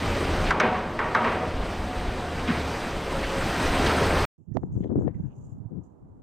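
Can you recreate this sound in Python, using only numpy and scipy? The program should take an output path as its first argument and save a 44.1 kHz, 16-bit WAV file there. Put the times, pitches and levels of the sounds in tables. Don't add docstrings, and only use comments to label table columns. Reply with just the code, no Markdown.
import sys
import numpy as np
from scipy import signal
from scipy.io import wavfile

SR = 44100
rng = np.random.default_rng(int(sys.argv[2]) if len(sys.argv) > 2 else 0)


def dump_mix(stems):
    frames = np.atleast_2d(stems).T
    limited = np.clip(frames, -1, 1)
    pcm = np.round(limited * 32767).astype(np.int16)
    wavfile.write(sys.argv[1], SR, pcm)


N = 274631
T = np.arange(N) / SR

# time_s, rush_db, brightness_db; level and brightness dip at the first bang and recover.
WIND_COURSE = [(0, -26, 0.5), (.49, -25.5, -1.5), (.53, -26, -13), (.9, -33, -5), (1.3, -29.5, -6),
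               (1.8, -31.5, -1), (2.3, -31, -1), (2.7, -29, 1), (3.0, -30, 0.5), (3.5, -27, 3.5),
               (3.75, -23, 2), (4.0, -23, 3), (4.25, -23, 1.5)]
# (per Hz, relative)
RUSH_COLOUR = [(40, -17), (90, 1.5), (200, 1.5), (450, -0.5), (800, -3.5), (1400, -7.5), (2500, -13),
               (4500, -20.5), (7000, -29), (8500, -36.5), (10000, -36), (11500, -41.5), (13500, -40.5),
               (16000, -42.5)]
# centre_s, spread_s, centre_hz, level_db
WIND_SURGES = [(0.485, 0.02, 2120, -31.5), (2.503, 0.011, 1800, -35), (3.244, 0.011, 1884, -35),
               (3.421, 0.009, 1362, -31), (3.546, 0.015, 1397, -32), (3.827, 0.011, 1500, -33),
               (3.867, 0.0055, 3200, -31), (3.907, 0.015, 1300, -25.5), (3.985, 0.0073, 1380, -30),
               (4.022, 0.013, 500, -26), (4.117, 0.015, 477, -24.5), (4.165, 0.0097, 420, -26)]
# start_s, length_s, level_db
LARGE_EDDIES = [(.05, 0.053, -25), (.24, 0.26, -26.5), (1.53, 0.16, -31.5), (1.77, 0.072, -29.5),
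                (1.96, 0.13, -30.5), (2.31, 0.05, -28.5), (2.92, 0.083, -34.5), (3.1, 0.42, -35),
                (3.63, 0.22, -29.5), (4.03, 0.21, -30.5)]
# (per Hz, relative)
BUFFET_SPECTRUM = [(14, 2.5), (25, 3.5), (45, 1.5), (70, -3), (120, -20.5), (250, -13.5), (600, -45)]
# centre_s, level_db, spread_s
AIR_SLAPS = [(2.5, -22.5, .016), (2.586, -26.5, .012), (4.025, -32, .016), (4.165, -31, .012)]
# (per Hz, relative)
SLAP_SPECTRUM = [(90, -23), (150, -5), (210, -2.5), (280, -15), (420, -25.5)]
# time_s, pitch_hz, level_db
HIGH_EDGE = [(0, 760, -55), (.5, 750, -45), (.64, 735, -35), (.78, 729, -36), (.87, 748, -50),
             (1.0, 744, -43), (1.3, 740, -40), (1.7, 731, -46), (1.98, 731, -39.5), (2.15, 728, -45),
             (2.6, 714, -45), (2.9, 725, -57), (4.2, 732, -43)]
# time_s, pitch_hz, level_db
LOW_EDGE = [(3.0, 538, -56), (3.1, 541, -39), (3.17, 542, -34), (3.21, 541, -40), (3.245, 540, -54),
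            (3.31, 547, -35.5), (3.4, 546, -34.5), (3.53, 543, -60)]
# start_s, body_db, crack_db, brightness_db, bass_db, t60_s (at 1 kHz),
# crack_centre_hz, struck_mode_hz, struck_mode_lift_db
METAL_BANGS = [(0.506, -25.5, -9.5, -1, -11.5, 0.91, 1350, 890, 7),
               (.599, -22.5, -18.5, 5.5, -1.5, 0.64, 700, 738, 13),
               (.633, -30, -36, -13, 11, 0.3, 400, 400, 10), (0.743, -36.5, -34, 3, -2.5, 1, 900, 501, 4.5),
               (0.990, -25, -17, -2, -6, 0.9, 1500, 1847, 7),
               (1.148, -19, -7, -5.5, -3.5, 0.59, 1500, 1270, 9),
               (1.243, -26.5, -31, 4.5, -4, 0.66, 2200, 1260, -12),
               (1.319, -36.5, -26, 0.5, -3, 0.42, 800, 484, 15),
               (1.412, -33, -38, -17, 0, 0.37, 700, 635, 9),
               (2.476, -32.5, -49, 14, -13.5, 0.55, 1300, 1885, 2)]
# pitch_hz, width_hz, level_db (relative)
SHEET_MODES = [(230, 19, -0.5), (424, 130, -2.5), (488, 80, -3.5), (626.3, 40, -2.5), (742.4, 24, -7),
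               (854, 40, -7.5), (954, 60, -2), (1137, 110, -3), (1268, 42, -9), (1570, 37, -12.5),
               (1880, 82, -14.5), (2198, 140, -10.5), (2480, 56, -16.5), (2775, 22, -17.5)]
# (per Hz, relative)
BODY_COLOUR = [(80, -33.5), (180, -15), (350, 4), (700, 0.5), (1200, 5.5), (1800, 0), (3000, -10),
               (5000, -28), (9000, -54.5), (16000, -83)]
# (per Hz, relative)
CRACK_COLOUR = [(200, -28), (600, -9), (950, -3), (1250, 4), (1750, 2), (2300, -8.5), (3000, -15),
                (5500, -20), (9000, -43.5), (16000, -61.5)]
# time_s, firing_hz, level_db
ENGINE_COURSE = [(0, 85.3, -35.5), (.48, 83.8, -34), (.6, 86.6, -43), (1.3, 82.34, -46), (1.6, 81, -41.5),
                 (2.2, 79.9, -39), (2.55, 76.9, -36), (2.85, 72.64, -44), (3.4, 75.9, -40.5),
                 (3.8, 78.5, -36.5), (4.2, 81.8, -29)]
# start_s, length_s, thud_db, flutter_db, left_minus_right_db
AIR_PUFFS = [(4.379, 0.037, -53, -63, -9), (4.468, 0.086, -36.5, -61, -23), (4.546, 0.025, -27, -25.5, -34),
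             (4.612, 0.032, -28.5, -41.5, 10), (4.679, 0.072, -35, -64, -4),
             (4.746, 0.063, -29.5, -40.5, 9), (4.818, 0.052, -35, -34.5, 9.5),
             (4.887, 0.063, -29.5, -32, 13), (4.947, 0.041, -25, -28.5, 2.5),
             (4.986, 0.077, -30.5, -32.5, 11.5), (5.063, 0.02, -26, -26, 22),
             (5.142, 0.051, -29, -48, -7.5), (5.225, 0.043, -33, -61, 23), (5.322, 0.16, -44, -66, 3),
             (5.513, 0.04, -40, -60.5, 7), (5.566, 0.088, -41, -66, -20), (5.704, 0.085, -34.5, -45, 25),
             (6.003, 0.26, -51.5, -66, 7.5)]
# (per Hz, relative)
THUD_COLOUR = [(25, -30), (50, -11), (80, 1.5), (130, 4.5), (190, -1.5), (280, -9), (400, -24),
               (700, -52.5)]
# (per Hz, relative)
FLUTTER_COLOUR = [(200, -3.5), (300, 6), (420, -4), (520, -10.5), (700, -18.5), (1000, -30), (1500, -39),
                  (2500, -62), (4000, -72.5)]
# start_s, nominal_peak_db, nominal_pitch_hz, tick_db (relative), left_minus_right_db
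CASE_KNOCKS = [(4.515, -25, 135, -58, -28), (4.5624, -18.5, 227, -53, -24),
               (4.5697, -12.5, 602, -12.5, -38), (4.574, -21, 263, -50, -28), (4.633, -31, 710, -61, 12),
               (4.636, -21.5, 283, -52, 8), (4.762, -22, 125, -66, 15), (4.775, -23.5, 258, -56, 10),
               (4.8053, -17.5, 192, -44, 6), (4.845, -27, 390, -50, 11), (4.857, -19.5, 290, -57, 15),
               (4.903, -27.5, 520, -56, 21.5), (4.916, -18.5, 257, -52, 5), (4.926, -27, 448, -52.5, 15),
               (4.956, -14, 312, -58, 11.5), (4.977, -18, 260, -52, -15), (4.988, -16, 260, -54, 12),
               (5.010, -19.5, 330, -58, 20.5), (5.021, -33, 530, -55, 11), (5.052, -21, 167, -60, 7),
               (5.0783, -17, 430, -24, 31), (5.158, -30, 142, -56, -3), (5.197, -25.5, 175, -50, -15),
               (5.199, -42, 613, -55, -12.5), (5.655, -28, 119, -67, -19), (5.718, -31, 210.6, -62, 22),
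               (5.779, -28, 168, -66, 25)]
# start_s, length_s, centre_hz, level_db
COAT_SCRAPES = [(4.517, .025, 1800, -73), (4.803, .08, 3100, -77.5), (4.825, .02, 2000, -70),
                (4.9, .4, 1580, -77), (5.063, 0.018, 1800, -60.5), (5.14, .02, 1900, -68.5),
                (5.26, .08, 2650, -80)]
# start_s, length_s, centre_hz, level_db
WEAVE_SWISHES = [(4.534, .014, 6100, -74), (4.605, .07, 6670, -88), (4.717, .13, 6500, -77.5),
                 (4.977, .05, 6900, -75), (5.133, 0.21, 6540, -85), (5.35, 0.075, 6700, -75.5),
                 (5.43, 0.097, 6960, -75.5), (5.829, .012, 6600, -75)]
# (per Hz, relative)
RUSTLE_COLOUR = [(2000, -13), (2800, 0.5), (4400, -25.5), (5600, -5), (7000, 5.5), (9000, -9),
                 (12000, -9.5), (15000, -28)]
# time_s, level_db
STREET_COURSE = [(4.37, -75), (4.5, -64), (4.65, -49.5), (5.4, -51), (6.2, -53.5)]
# (per Hz, relative)
HUM_COLOUR = [(30, 2.5), (100, 4.5), (300, 0), (550, -10), (900, -12), (1200, -22), (1600, -33.5),
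              (2500, -50), (4500, -52), (15000, -58.5)]
# delay_s, level_db (relative)
NEAR_WALLS = [(.0113, -17), (.0179, -16), (.0267, -16), (.0371, -16), (.0529, -17)]
# pitch_hz, width_hz, gain_db
PORT_RESONANCES = [(6710, 700, -0.5), (8060, 640, 3), (8520, 120, 9), (9040, 350, 6.5), (10640, 440, -1),
                   (13340, 520, 3.5)]

SMALL_EDDIES_DB = -42
CLOTH_REST_DB = -93.5
STREET_PAN_DB = -7
STORM_END_S, QUIET_START_S = 4.252, 4.38
CEILING_DB, CUTOFF_HZ = -9.5, 15450


def wind(gust_db=0.5, flutter_db=1.22):
    level_db, bright_db = in_time(WIND_COURSE)
    level_db = level_db + gust_db * drift(8.3)
    rush = 0
    for hz, wave in bands(RUSH_COLOUR, white()):
        tilt_db = bright_db * treble_share(hz, 600, 10000)
        rush = rush + wave * from_db(level_db + tilt_db + flutter_db * drift(21))
    return rush


def surges(width_share=0.75):
    out = 0
    for centre_s, spread_s, hz, db in WIND_SURGES:
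        band = narrow_band(rng.standard_normal(N), hz, hz * width_share)
        out = out + band * from_db(db) * moment(centre_s, spread_s)
    return out


def buffeting():
    eddies = swells(LARGE_EDDIES, attack_s=0.026, release_s=0.04)
    pressure = np.hypot(from_db(SMALL_EDDIES_DB), eddies)
    rumble = coloured(BUFFET_SPECTRUM, white()) * pressure
    slaps = sum(from_db(db) * moment(centre_s, spread_s) for centre_s, db, spread_s in AIR_SLAPS)
    return rumble + slaps * coloured(SLAP_SPECTRUM, white())


def whistles():
    high = wavering_tone(HIGH_EDGE, wander_hz=4, waver_db=2.2)
    low = wavering_tone(LOW_EDGE, wander_hz=1.5, waver_db=.8)
    return high + low


def bangs():
    out = np.zeros((1, N))
    crack, modes, wash = list(bands(CRACK_COLOUR, white())), sheet_modes(), echo_wash()
    for start_s, body_db, crack_db, bright_db, bass_db, t60_s, crack_hz, struck_hz, struck_db in METAL_BANGS:
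        start = int(start_s * SR)
        span = slice(start, start + SR)
        age = T[span] - T[span][0]
        body = [(hz, wave[:, span]) for hz, wave in wash]
        for hz, wave in modes:
            lift_db = struck_db * nearness(hz, struck_hz, octaves=0.12)
            body.append((hz, wave[:, span] * from_db(lift_db)))
        for hz, wave in body:
            gain = body_envelope(age, hz, t60_s)
            tilt_db = bright_db * treble_share(hz, 700, 3400)
            tilt_db += bass_db * (1 - treble_share(hz, 367, 700))
            out[:, span] += wave * gain * from_db(body_db + tilt_db)
        for hz, wave in crack:
            focus_db = 2 * nearness(hz, crack_hz, octaves=0.55) - 1
            colour_db = 2 * bright_db * treble_share(hz, 1000, 2500) + focus_db
            out[:, span] += wave[:, span] * crack_envelope(age, hz) * from_db(crack_db + colour_db)
    return out


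def sheet_modes(ring_db=-7.5):
    return [(hz, from_db(ring_db + db) * narrow_band(white()[0], hz, width_hz))
            for hz, width_hz, db in SHEET_MODES]


def echo_wash(wash_db=-3.5):
    return [(hz, from_db(wash_db) * wave) for hz, wave in bands(BODY_COLOUR, white())]


def body_envelope(age, hz, t60_s, build_cycles=4.6, damping=0.1):
    build = 1 - np.exp(-age * hz / build_cycles)
    return build * from_db(-60 * age / t60_s * (hz / 1000) ** damping)


def crack_envelope(age, hz, rise_s=0.0017, t60_s=0.058, damping=0.36, lag=0.7):
    height = hz / 1500
    rise = 1 - np.exp(-age / rise_s * height ** lag)
    return rise * from_db(-60 * age / t60_s * height ** damping)


def engine():
    return wavering_tone(ENGINE_COURSE, wander_hz=1.5, waver_db=1.5)


def puffs(uneven_db=1.5):
    thud_rows = [(s, length_s, db, pan_db) for s, length_s, db, _, pan_db in AIR_PUFFS]
    flutter_rows = [(s, length_s, db, pan_db) for s, length_s, _, db, pan_db in AIR_PUFFS]
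    thud_gain = port_gains(thud_rows, attack_s=0.016, release_s=0.031)
    flutter_gain = port_gains(flutter_rows, attack_s=0.01, release_s=0.011)
    thud = thud_gain * coloured(THUD_COLOUR, grains(per_s=900, spread_db=4))
    flutter = flutter_gain * coloured(FLUTTER_COLOUR, grains(per_s=600, spread_db=8))
    return (thud + flutter) * from_db(uneven_db * drift(25))


def port_gains(rows, attack_s, release_s):
    gains = []
    for side in (0, 1):
        heard = [(s, length_s, db + 20 * np.log10(panned(pan_db)[side, 0]))
                 for s, length_s, db, pan_db in rows]
        gains.append(swells(heard, attack_s, release_s))
    return np.array(gains)


def knocks(ring_cycles=5.4, rise_cycles=0.43, tick_hz=1500, tick_top_hz=7000):
    thumps, ticks = np.zeros((2, N)), np.zeros((2, N))
    detune = 1 + .12 * rng.uniform(-1, 1, (len(CASE_KNOCKS), 2, 1))
    for (start_s, peak_db, hz, tick_db, pan_db), ratio in zip(CASE_KNOCKS, detune):
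        at = int(start_s * SR)
        cycles = T[:SR // 10] * hz * ratio
        swell = 1 - np.exp(-(cycles / rise_cycles) ** 3)
        ring = from_db(peak_db + 9.5 - 60 * cycles / ring_cycles)
        far_port_lag = np.array([[pan_db < 0], [pan_db >= 0]]) * np.pi / 2
        thump = np.sin(2 * np.pi * cycles - far_port_lag) * swell * ring
        thumps[:, at:at + cycles.shape[1]] += panned(pan_db) * thump
        half_cycle = int(SR / hz / 2)
        ticks[:, at + half_cycle] += panned(pan_db)[:, 0] * from_db(peak_db + tick_db)
    soften = signal.butter(2, tick_hz, fs=SR, output="sos")
    ticks = signal.sosfilt(soften, ticks + 1e-18) * SR / tick_hz / 2
    dull = signal.butter(1, tick_top_hz, fs=SR, output="sos")
    return thumps + signal.sosfilt(dull, ticks)


def clothing(clump_db=4.0, scrape_width_share=0.26, swish_width_hz=1000, rustle_db=-5):
    slips, threads = grains(per_s=1100, spread_db=15.5)
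    scrape = swish = 0
    for s, length_s, hz, db in COAT_SCRAPES:
        gain = swells([(s, length_s, db)], attack_s=0.0057, release_s=0.019)
        scrape = scrape + gain * narrow_band(slips, hz, hz * scrape_width_share)
    for s, length_s, hz, db in WEAVE_SWISHES:
        gain = swells([(s, length_s, db)], attack_s=0.01, release_s=0.026)
        swish = swish + gain * narrow_band(threads, hz, swish_width_hz)
    moves = [(s, length_s, db) for s, length_s, _, db in WEAVE_SWISHES]
    movement = swells(moves, attack_s=0.016, release_s=.03)
    rustle_gain = np.hypot(from_db(CLOTH_REST_DB), from_db(rustle_db) * movement)
    rustle = rustle_gain * coloured(RUSTLE_COLOUR, grains(per_s=2500, spread_db=15))
    scrape_clumps = from_db(clump_db * drift(40))
    swish_clumps = from_db(clump_db / 2 * drift(40))
    return scrape_clumps * scrape + swish_clumps * (swish + rustle)


def quiet_street():
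    level_db, = in_time(STREET_COURSE)
    hum = coloured(HUM_COLOUR, white(channels=2))
    return panned(STREET_PAN_DB) * from_db(level_db) * hum


def street_echoes(x):
    out = x
    for delay_s, db in NEAR_WALLS:
        delayed = np.pad(x, ((0, 0), (int(delay_s * SR), 0)))[:, :N]
        out = out + from_db(db) * delayed
    return out


def port(x):
    for hz, width_hz, db in PORT_RESONANCES:
        x = x + (from_db(db) - 1) * resonance(x, hz, width_hz)
    return x


def wavering_tone(rows, wander_hz, waver_db):
    hz, level_db = in_time(rows)
    phase = 2 * np.pi * np.cumsum(hz + wander_hz * drift(16.6)) / SR
    return np.sqrt(2) * np.sin(phase) * from_db(level_db + waver_db * drift(6.2))


def swells(rows, attack_s, release_s):
    power = 0
    for s, length_s, db in rows:
        rise = np.clip((T - s) / attack_s, 0, 1)
        fall = np.exp(-np.maximum(T - s - length_s, 0) / release_s)
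        power = power + (from_db(db) * rise * fall) ** 2
    return np.sqrt(power)


def moment(centre_s, spread_s):
    return np.exp(-((T - centre_s) / spread_s) ** 2 / 2)


def bands(colour, sources):
    hz, db = np.transpose(colour)
    edges = 12.5 * 2 ** (np.arange(32) / 3)
    edges = edges[(edges > hz[0] * .8) & (edges < hz[-1] * 1.25)]
    centres = np.sqrt(edges[1:] * edges[:-1])
    density = from_db(np.interp(np.log(centres), np.log(hz), db))
    gains = density * np.sqrt(np.diff(edges))
    for k, gain in enumerate(gains / np.linalg.norm(gains)):
        sos = signal.butter(3, edges[k:k + 2], "band", fs=SR, output="sos")
        yield centres[k], gain * rms_one(signal.sosfilt(sos, sources[k % 2]))


def coloured(colour, sources):
    return sum(wave for hz, wave in bands(colour, sources))


def white(channels=1):
    return rng.standard_normal((2, channels, N))


def grains(per_s, spread_db):
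    shape = (2, 2, N)
    sizes = from_db(spread_db * rng.random(shape)) * rng.choice([-1, 1], shape)
    return sizes * (rng.random(shape) < per_s / SR) + 1e-18


def drift(rate_hz):
    r = np.exp(-80 * np.pi * rate_hz / SR)
    noise = rng.standard_normal(N // 40 + 2002)
    slow = signal.lfilter([1], [1, -2 * r, r * r], noise)[2000:]
    return np.interp(np.arange(N) / 40, np.arange(len(slow)), rms_one(slow))


def resonance(x, hz, width_hz):
    return signal.lfilter(*signal.iirpeak(hz, hz / width_hz, fs=SR), x + 1e-18)


def narrow_band(x, hz, width_hz):
    return rms_one(resonance(resonance(x, hz, width_hz), hz, width_hz))


def nearness(hz, centre_hz, octaves):
    return np.exp(-(np.log2(hz / centre_hz) / octaves) ** 2)


def treble_share(hz, low_hz, high_hz):
    return np.interp(np.log(hz), np.log([low_hz, high_hz]), [0, 1])


def in_time(rows):
    s, *columns = np.transpose(rows)
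    return [np.interp(T, s, c) for c in columns]


def panned(pan_db):
    return rms_one(from_db(np.array([[pan_db], [-pan_db]]) / 2))


def from_db(db):
    return 10 ** (np.asarray(db) / 20)


def rms_one(x):
    return x / np.sqrt(np.mean(x ** 2) + 1e-20)


def scene():
    through_port = port(from_db(-1.5) * street_echoes(wind()) + bangs())
    storm = through_port + surges() + buffeting() + whistles() + engine()
    quiet = puffs() + knocks() + clothing() + quiet_street()
    return storm * (T < STORM_END_S) + quiet * (T > QUIET_START_S)


def record(dry):
    ceiling = from_db(CEILING_DB)
    rounded = dry / (1 + (dry / ceiling) ** 4) ** .25
    low_pass = signal.ellip(10, .2, 80, CUTOFF_HZ, fs=SR, output="sos")
    return signal.sosfilt(low_pass, rounded)


dry = scene()
out = record(dry)
dump_mix(out)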